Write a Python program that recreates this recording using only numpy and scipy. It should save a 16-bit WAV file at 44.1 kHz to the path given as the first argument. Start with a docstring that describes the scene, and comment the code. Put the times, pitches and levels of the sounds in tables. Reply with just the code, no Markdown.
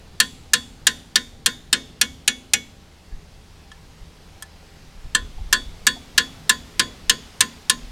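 """Hammering a wrench on a stuck bolt

Outdoors, a hammer strikes a hand-held wrench on a bolt in a sheet-metal radiator: two runs of nine blows.
Two small clinks sound as the wrench is reseated, and four dull knocks are scattered through the scene.
Clear metal rings are fading sine waves; the clatter of the sheets is noise that dies away band by band.
Wind, far traffic and an engine drone, all shaped noise, lie underneath. Loud blows overload the input.
"""
import sys
import numpy as np
from scipy import signal
from scipy.fft import rfft, irfft
from scipy.io import wavfile
from scipy.ndimage import uniform_filter1d

SR = 44100
rng = np.random.default_rng(int(sys.argv[2]) if len(sys.argv) > 2 else 0)


def store_pcm(level_fs):
    """Save levels as 16-bit WAV."""
    pcm = np.round(np.clip(level_fs, -1, 1) * 32767).astype(np.int16)
    wavfile.write(sys.argv[1], SR, np.atleast_2d(pcm).T)


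N = 348831  # length in samples

# All levels are relative unless marked rms; t60 is the time a ring takes to fade by 60 dB.
# Far traffic and hiss, tone colour: f/Hz, level per Hz/dB
AIR_COLOUR = [(29, -29), (50, 0), (91, -11), (113, -24.5), (166, -10), (197, -19.5), (436, -23), (503, -25),
              (776, -27.5), (1450, -31.5), (4720, -33.5), (12000, -47.5), (15700, -54.5)]
# Their loudness over time: t/s, hum rms level/dB, hiss rms level/dB
AIR_LEVEL = [(0.0, -47, -54), (0.9, -47.5, -55), (1.45, -46, -57), (2.6, -48, -56), (3.3, -49.5, -54.5),
             (5.07, -49, -52.5), (6.3, -44.5, -49.5), (7.14, -45.5, -49.5), (7.91, -49.5, -49.5)]
# Far idling engine, one resonance a row: f/Hz, width/Hz, rms level/dB
ENGINE = [(76.7, 2.5, -58), (156, 5.9, -59.5), (427.7, 22, -66), (788.6, 18, -68)]
# Breeze strength over time, before its random lulls: t/s, level/dB
BREEZE = [(0.0, -56.5), (1.0, -54), (3.0, -62.5), (3.4, -50.5), (4.4, -59), (4.85, -45), (5.7, -34.5),
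          (5.8, -49), (7.5, -63), (7.91, -36)]
# Single gusts: middle t/s, peak level/dB, length/s
GUSTS = [(3.147, -31.5, .07), (4.029, -36, 0.04), (4.888, -46, 0.031), (4.987, -39, 0.032),
         (5.06, -25.5, 0.029), (5.23, -38, .05), (5.394, -32, .06), (5.68, -38, 0.034), (7.1, -36, .06),
         (7.846, -39, 0.034)]
# Small dull knocks: t/s, level/dB, f/Hz
KNOCKS = [(3.12, -41.5, 1760), (5.381, -35.5, 820), (5.963, -31, 797), (6.269, -39, 805)]
# Clinks as the wrench is reseated: t/s, ring level/dB, clatter level/dB, treble tilt/dB
CLINKS = [(3.7165, -36, -31, -6), (4.4237, -31, -23, 9)]
# Loose wrench on the bolt: f/Hz, level/dB, t60/s
LOOSE_WRENCH = [(1060, -10, .06), (1320, -6, .04), (1745, 0, .08), (3280, -2, .04), (5100, -9, .03),
                (6700, -9, .03), (8100, -12, .04)]
# Clatter of the sheet metal, tone colour: f/Hz, level per Hz/dB
CLATTER_COLOUR = [(150, -32.5), (700, -55), (1100, -37.5), (1680, -12.5), (2210, -19), (3340, -4),
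                  (5050, -10), (8500, -8.5), (11000, -15), (14300, -14.5), (15800, -35.5), (16400, -42)]
# How fast the clatter dies: f/Hz, t60/s
CLATTER_T60 = [(700, 0.17), (3000, 0.035), (6000, 0.03), (9000, 0.024), (15000, 0.0057)]
# Looser sheets, level against the clatter: f/Hz, level/dB
RATTLE_LEVEL = [(200, 1.5), (500, 21.5), (1200, -29), (3000, -19), (6000, -14), (9000, -19.5),
                (15000, -33.5)]
# How fast the looser sheets die: f/Hz, t60/s
RATTLE_T60 = [(700, 0.41), (3000, 0.04), (9000, 0.084), (15000, .1)]
# Scatter from the yard, level against the clatter: f/Hz, level/dB
YARD_LEVEL = [(700, -20.5), (3000, -35.5), (6000, -41), (9000, -54.5), (15000, -46)]
# Long shimmer of the thin fins, fade time across frequency before random spread: f/Hz, t60/s
FINS_T60 = [(1000, 0.28), (4000, 0.14), (9000, 0.66), (15000, .3)]
# Ring level of the fins across frequency: f/Hz, level/dB
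FINS_LEVEL = [(2500, -63), (5500, -65), (7200, -63), (8400, -74), (9600, -70), (10500, -78), (12500, -78)]
# Frame of the radiator, swelling in slowly: f/Hz, level/dB, t60/s
FRAME = [(139, -42, 0.13), (212.5, -33, .15), (234.5, -43.5, 0.55), (264.7, -46.5, 0.67), (349, -45, 0.13),
         (476.7, -32.5, 0.11), (531, -37, 0.046)]
# Gong-like ring of the tank: f/Hz, level/dB, t60/s
GONG = [(1032, -33.5, 0.17), (1100, -37, 0.099)]
# Body of the tank: f/Hz, level/dB, t60/s
BODY = [(1262, -26, 0.027), (1418, -32, 0.083), (1475, -33.5, 0.14), (1624, -26.5, 0.07),
        (1709, -28.5, 0.12), (1730, -14.5, 0.047), (1775, -26, 0.12), (1838, -35.5, 0.095),
        (1844, -36.5, 0.17)]
# Wrench: f/Hz, level/dB, t60/s
WRENCH = [(2675, -35, .1), (2800, -25, .08), (2910, -32, .1), (3140, -27, .09), (3235, -32, .1),
          (3700, -35, .11), (3752, -30, .12), (4152, -27, .09), (4340, -28, .07), (4890, -29, .07),
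          (7025, -40, .1), (7432, -27, .06), (8247, -29, .05), (9400, -33, .06)]
# Jaw of the wrench: f/Hz, level/dB, t60/s
JAW = [(812, -52, .08), (2222, -49, .25), (2500, -38, .07), (5808, -45, .11), (6136, -62, .35)]
# Four groups of long rings, each with rows of: f/Hz, level/dB, t60/s
LONG_RINGS = [
    [(3392, -35, .28), (3453, -52, .4)],
    [(3648, -41, .34)],
    [(4500, -38, .22), (4540, -39, .15), (8021, -46, .17), (9760, -60, .3)],
    [(6860, -47, .3), (6495, -45, .22), (4836, -51, .32), (9955, -62, .27)],
]
# Share of the grip's slack that each long-ring group follows (no unit)
LONG_RINGS_SLACK = [1, 0, .85, 1]
# Gain of each long-ring group per unit of landing spot: level/dB
LONG_RINGS_SPOT = [-1, 5.5, 3, 5]
# As the bolt turns, tank body, jaw, fins and long rings drift steadily through a run.
# Tank body, one row per run: first blow level/dB, step per blow/dB
BODY_DRIFT = [(2.9, -0.6), (6.1, -0.88)]
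# Jaw, same columns: first blow level/dB, step per blow/dB
JAW_DRIFT = [(-1.7, 2.45), (-1.7, -.2)]
# Fins, same columns: first blow level/dB, step per blow/dB
FINS_DRIFT = [(2.5, -.4), (-3.5, -.1)]
# Long rings, two runs for each group: first blow level/dB, step per blow/dB
LONG_RINGS_DRIFT = [
    [(.8, -.4), (7.6, -1.6)],
    [(4, -1), (2, -1.75)],
    [(5.9, -2.4), (3.9, -.8)],
    [(-6.8, 1), (-4.9, 1)],
]
# The blows, nine to a run: t/s, strength/dB, tank gong level/dB, slack of the glove's grip/dB,
# landing spot (about -1 to 1), treble tilt/dB
BLOWS = [(0.2003, 1.3, -1.5, -0.5, -1.1, 0.5), (0.5336, 0.6, -0.5, 3.5, -.45, 1),
         (0.8674, 0.7, -1.5, -2, .3, 3), (1.156, -1, -2, -2.5, 1, 0.5), (1.4593, 0, -1.5, 0, 0.82, 1),
         (1.7271, -0.2, -3.5, -3, 1, -1.5), (2.0121, 0, -5.5, 1.5, -.35, 1),
         (2.2766, -0.5, -16, 4, -0.17, -0.5), (2.5338, -0.4, -21, 2.5, -0.82, 2.5),
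         (5.148, -3, 5.5, -6.5, -0.67, -1.5), (5.5263, 1.5, 3.5, 1.5, 0.36, -1.5),
         (5.8667, 1.3, 3, 2, 0.53, 1), (6.1773, 2.3, 0.5, 2.5, -0.3, -1), (6.4934, 0.8, 6, .5, 0.61, 1),
         (6.7938, 1, 4, 3.5, .1, -2.5), (7.095, 1.5, 3.5, 2, -0.14, -0.5),
         (7.4057, 0.5, 5, 1.5, -0.16, 2.5), (7.696, 0.2, 6, -3, 0.32, 0.5)]

LULL_DB = 3.5  # random rise and fall of the breeze
LUMPS_DB = 4.0  # random unevenness of the clatter's tone colour
EDGE_HZ = 16500  # upper band limit


def amp(db):
    """Turns dB into a plain gain."""
    return 10 ** (np.asarray(db) / 20)


def evened(x):
    """Scales a signal to an rms of 1."""
    return x / np.sqrt(np.mean(x ** 2) + 1e-20)


def read(points, hz):
    """Reads between the points of a (f/Hz, value) table, on a log-frequency axis."""
    f, value = np.transpose(points)
    return np.interp(np.log(hz + 1), np.log(f + 1), value)


def add(mix, s, sound):
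    """Mixes a sound in at s seconds."""
    part = mix[round(s * SR):][:len(sound)]
    part += sound[:len(part)]


def ring(modes, t, scatter_db, detune):
    """Struck metal as fading sines; each mode's level and pitch vary a little by chance."""
    hz, db, t60 = np.transpose(modes)[:, :, None]
    level_chance, pitch_chance, start_turns = rng.standard_normal((3, len(modes), 1))
    phase = 2 * np.pi * (hz * (1 + detune * pitch_chance) * t + start_turns)
    fading = amp(db + scatter_db * level_chance - 60 * t / t60)
    return (fading * np.sin(phase)).sum(0)


def air():
    """Far traffic hum and a soft hiss: coloured noise in drifting patches."""
    hz = np.fft.rfftfreq(1024, 1 / SR)
    real, imaginary, patches = rng.standard_normal((N // 256 + 5, 513, 3)).T
    patches = uniform_filter1d(patches, size=6, axis=0)  # smooth over frequency
    patches = evened(uniform_filter1d(patches, size=20, axis=1))  # smooth over time
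    spectrum = (real + 1j * imaginary) * amp(read(AIR_COLOUR, hz)[:, None] + 1.1 * patches)
    low_share = 1 / (1 + (hz[:, None] / 630.0) ** 4)

    def layer(share):
        """One part of the spectrum as sound, at rms 1."""
        return evened(signal.istft(spectrum * share, nperseg=1024, noverlap=768)[1][:N])

    t = np.arange(N) / SR
    s, hum_db, hiss_db = np.transpose(AIR_LEVEL)
    hum = amp(np.interp(t, s, hum_db)) * layer(low_share)
    hiss = amp(np.interp(t, s, hiss_db)) * layer(1 - low_share)
    return hum + hiss


def engine():
    """Noise through a few narrow resonances makes an unsteady drone."""
    hz = np.fft.rfftfreq(N, 1 / SR)
    noise = rfft(rng.standard_normal(N))
    drone = np.zeros(N)
    for f, width, db in ENGINE:
        resonance = 1 / (1 + (2 * (hz - f) / width) ** 2)
        drone += amp(db) * evened(irfft(noise * resonance, N))
    return drone


def wind():
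    """A wavering breeze and single gusts push the microphone at a few tens of hertz."""
    t, hz = np.arange(N) / SR, np.fft.rfftfreq(N, 1 / SR)
    shape = (hz / 24.0) ** 2 / (1 + (hz / 36.0) ** 2) / (1 + (hz / 26.0) ** 3)
    push = evened(irfft(rfft(rng.standard_normal(N)) * shape, N))
    # level out the chance swells, so the tables set the strength
    steady = evened(push / np.sqrt(uniform_filter1d(push ** 2, size=3000) + 0.15))
    lulls = evened(irfft(rfft(rng.standard_normal(N)) / (1 + (hz / 6.0) ** 2), N))
    breeze = amp(np.interp(t, *np.transpose(BREEZE)) + LULL_DB * lulls)
    gusts = sum(amp(db) * np.exp(-(2 * (t - s) / length) ** 2) for s, db, length in GUSTS)
    return (breeze + gusts) * steady


def knock(t, db, hz):
    """A short cluster of three close tones sounds like a dull knock."""
    tones = [(hz * k, -1.1, 0.07) for k in (0.9, 1, 1.12)]
    return amp(db - 4.5) * ring(tones, t, 2.7, 0.056) * (1 - np.exp(-t / 0.0051))


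def high_pass(x):
    """A high-pass filter keeps deep rumble out of the clatter."""
    return signal.sosfilt(signal.butter(2, 130, "high", fs=SR, output="sos"), x)


def clatter(t, bright_db):
    """Sheet metal has too many modes to count: noise dying band by band, uneven from blow to blow."""
    noise = high_pass(rng.standard_normal(len(t)))
    hz, frame_s, spectrum = signal.stft(noise, SR, nperseg=128)
    tilt_db = bright_db * np.clip(np.log2(hz / 4600.0 + 1e-9), 0, 1)
    lumps_db = LUMPS_DB * rng.standard_normal(len(hz))
    colour = amp(read(CLATTER_COLOUR, hz) + tilt_db + lumps_db)[:, None]

    def burst(start_s):
        """Fast-dying clatter from one landing of the hammer."""
        fade_db = -60 * (frame_s - start_s) / read(CLATTER_T60, hz)[:, None]
        return (frame_s > start_s) * amp(fade_db)

    first = burst(-1e-4)
    rebound = 0.25 * burst(0.0042)  # the hammer bounces and lands once more
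    loose = amp(read(RATTLE_LEVEL, hz)[:, None] - 60 * frame_s / read(RATTLE_T60, hz)[:, None])
    yard = amp(read(YARD_LEVEL, hz)[:, None] - 60 * frame_s / 0.77)  # t60 0.77 s
    shaped = spectrum * colour * (first + rebound + loose + yard)
    return signal.istft(shaped, SR, nperseg=128)[1][:len(t)]


def clink(t, ring_db, clatter_db, bright_db):
    """The reseated wrench touches the bolt: short loose rings and some clatter."""
    modes = []
    for hz, db, t60 in LOOSE_WRENCH:
        tilt_db = bright_db * np.clip(np.log2(hz / 4000.0), 0, 1)
        modes.append((hz, db + tilt_db, t60))
    sound = amp(ring_db) * ring(modes, t, 2.1, 0.0016) + amp(clatter_db) * clatter(t, bright_db)
    return sound * (1 - np.exp(-t / 0.00021))


def fins(t, count=160):
    """Many thin fins ring faintly at random pitches; every blow shakes a different mix of them."""
    hz = np.exp(rng.uniform(np.log(2500), np.log(12500), (count, 1)))
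    t60 = read(FINS_T60, hz) * rng.uniform(0.5, 1.3, (count, 1))
    rings = amp(read(FINS_LEVEL, hz) - 60 * t / t60) * np.exp(2j * np.pi * hz * t)
    shake = rng.standard_normal((len(BLOWS), count, 2)) @ [1, 1j]  # random strength and phase
    return (shake @ rings).real * (1 - np.exp(-t / 0.004))


def drift(runs, index):
    """Gain of a drifting part at a blow, from its run's first level and step."""
    first_db, step_db = runs[index // 9]
    return amp(first_db + step_db * (index % 9))


def tool_ring(t, index, slack_db, spot):
    """Wrench, jaw and long rings; grip and landing spot change the long ones."""
    tool = ring(WRENCH, t, 3.0, 0.003) + drift(JAW_DRIFT, index) * ring(JAW, t, 1.2, 0.0005)
    groups = zip(LONG_RINGS, LONG_RINGS_DRIFT, LONG_RINGS_SLACK, LONG_RINGS_SPOT)
    for modes, runs, share, spot_db in groups:
        gain = drift(runs, index) * amp(share * slack_db + spot_db * spot)
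        tool = tool + gain * ring(modes, t, 1.1, 0.0004)
    return tool


def tank_ring(t, index, gong_db):
    """The tank's gong and body ring build up a little later than the wrench."""
    gong = amp(gong_db) * ring(GONG, t, 0.9, 0.003)
    body = drift(BODY_DRIFT, index) * ring(BODY, t, 2, 0.008)
    return (gong + body) * (1 - np.exp(-t / 0.003))


def blow(t, index, shimmer, db, gong_db, slack_db, spot, bright_db):
    """The blow runs through wrench and bolt into the tank, frame and fins."""
    quick = tool_ring(t, index, slack_db, spot) + amp(1.25) * clatter(t, bright_db)
    quick = quick * (1 - np.exp(-t / 0.00094))
    tank = tank_ring(t, index, gong_db)
    frame = ring(FRAME, t, 2.5, 0.015) * (1 - np.exp(-(t / 0.022) ** 2))
    return amp(db + 6) * (quick + tank + frame + drift(FINS_DRIFT, index) * shimmer)


def scene():
    """Knocks, clinks and blows over air, engine and wind."""
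    mix = air() + engine() + wind()
    t = np.arange(SR // 2) / SR  # each strike lasts half a second
    for s, db, hz in KNOCKS:
        add(mix, s, knock(t, db, hz))
    for s, *settings in CLINKS:
        add(mix, s, clink(t, *settings))
    for index, (shimmer, (s, *settings)) in enumerate(zip(fins(t), BLOWS)):
        add(mix, s + 0.00063, blow(t, index, shimmer, *settings))  # 0.63 ms after the table time
    return mix[None]


def record(dry):
    """The input stage overloads with a firm knee; then a low-pass filter limits the band."""
    clipped = dry / (1 + abs(dry / 0.9) ** 4) ** 0.25
    low_pass = signal.firwin(1023, EDGE_HZ, window=("kaiser", 12), fs=SR)
    return signal.oaconvolve(clipped, low_pass[None], "same")


dry = scene()
out = record(dry)
store_pcm(out)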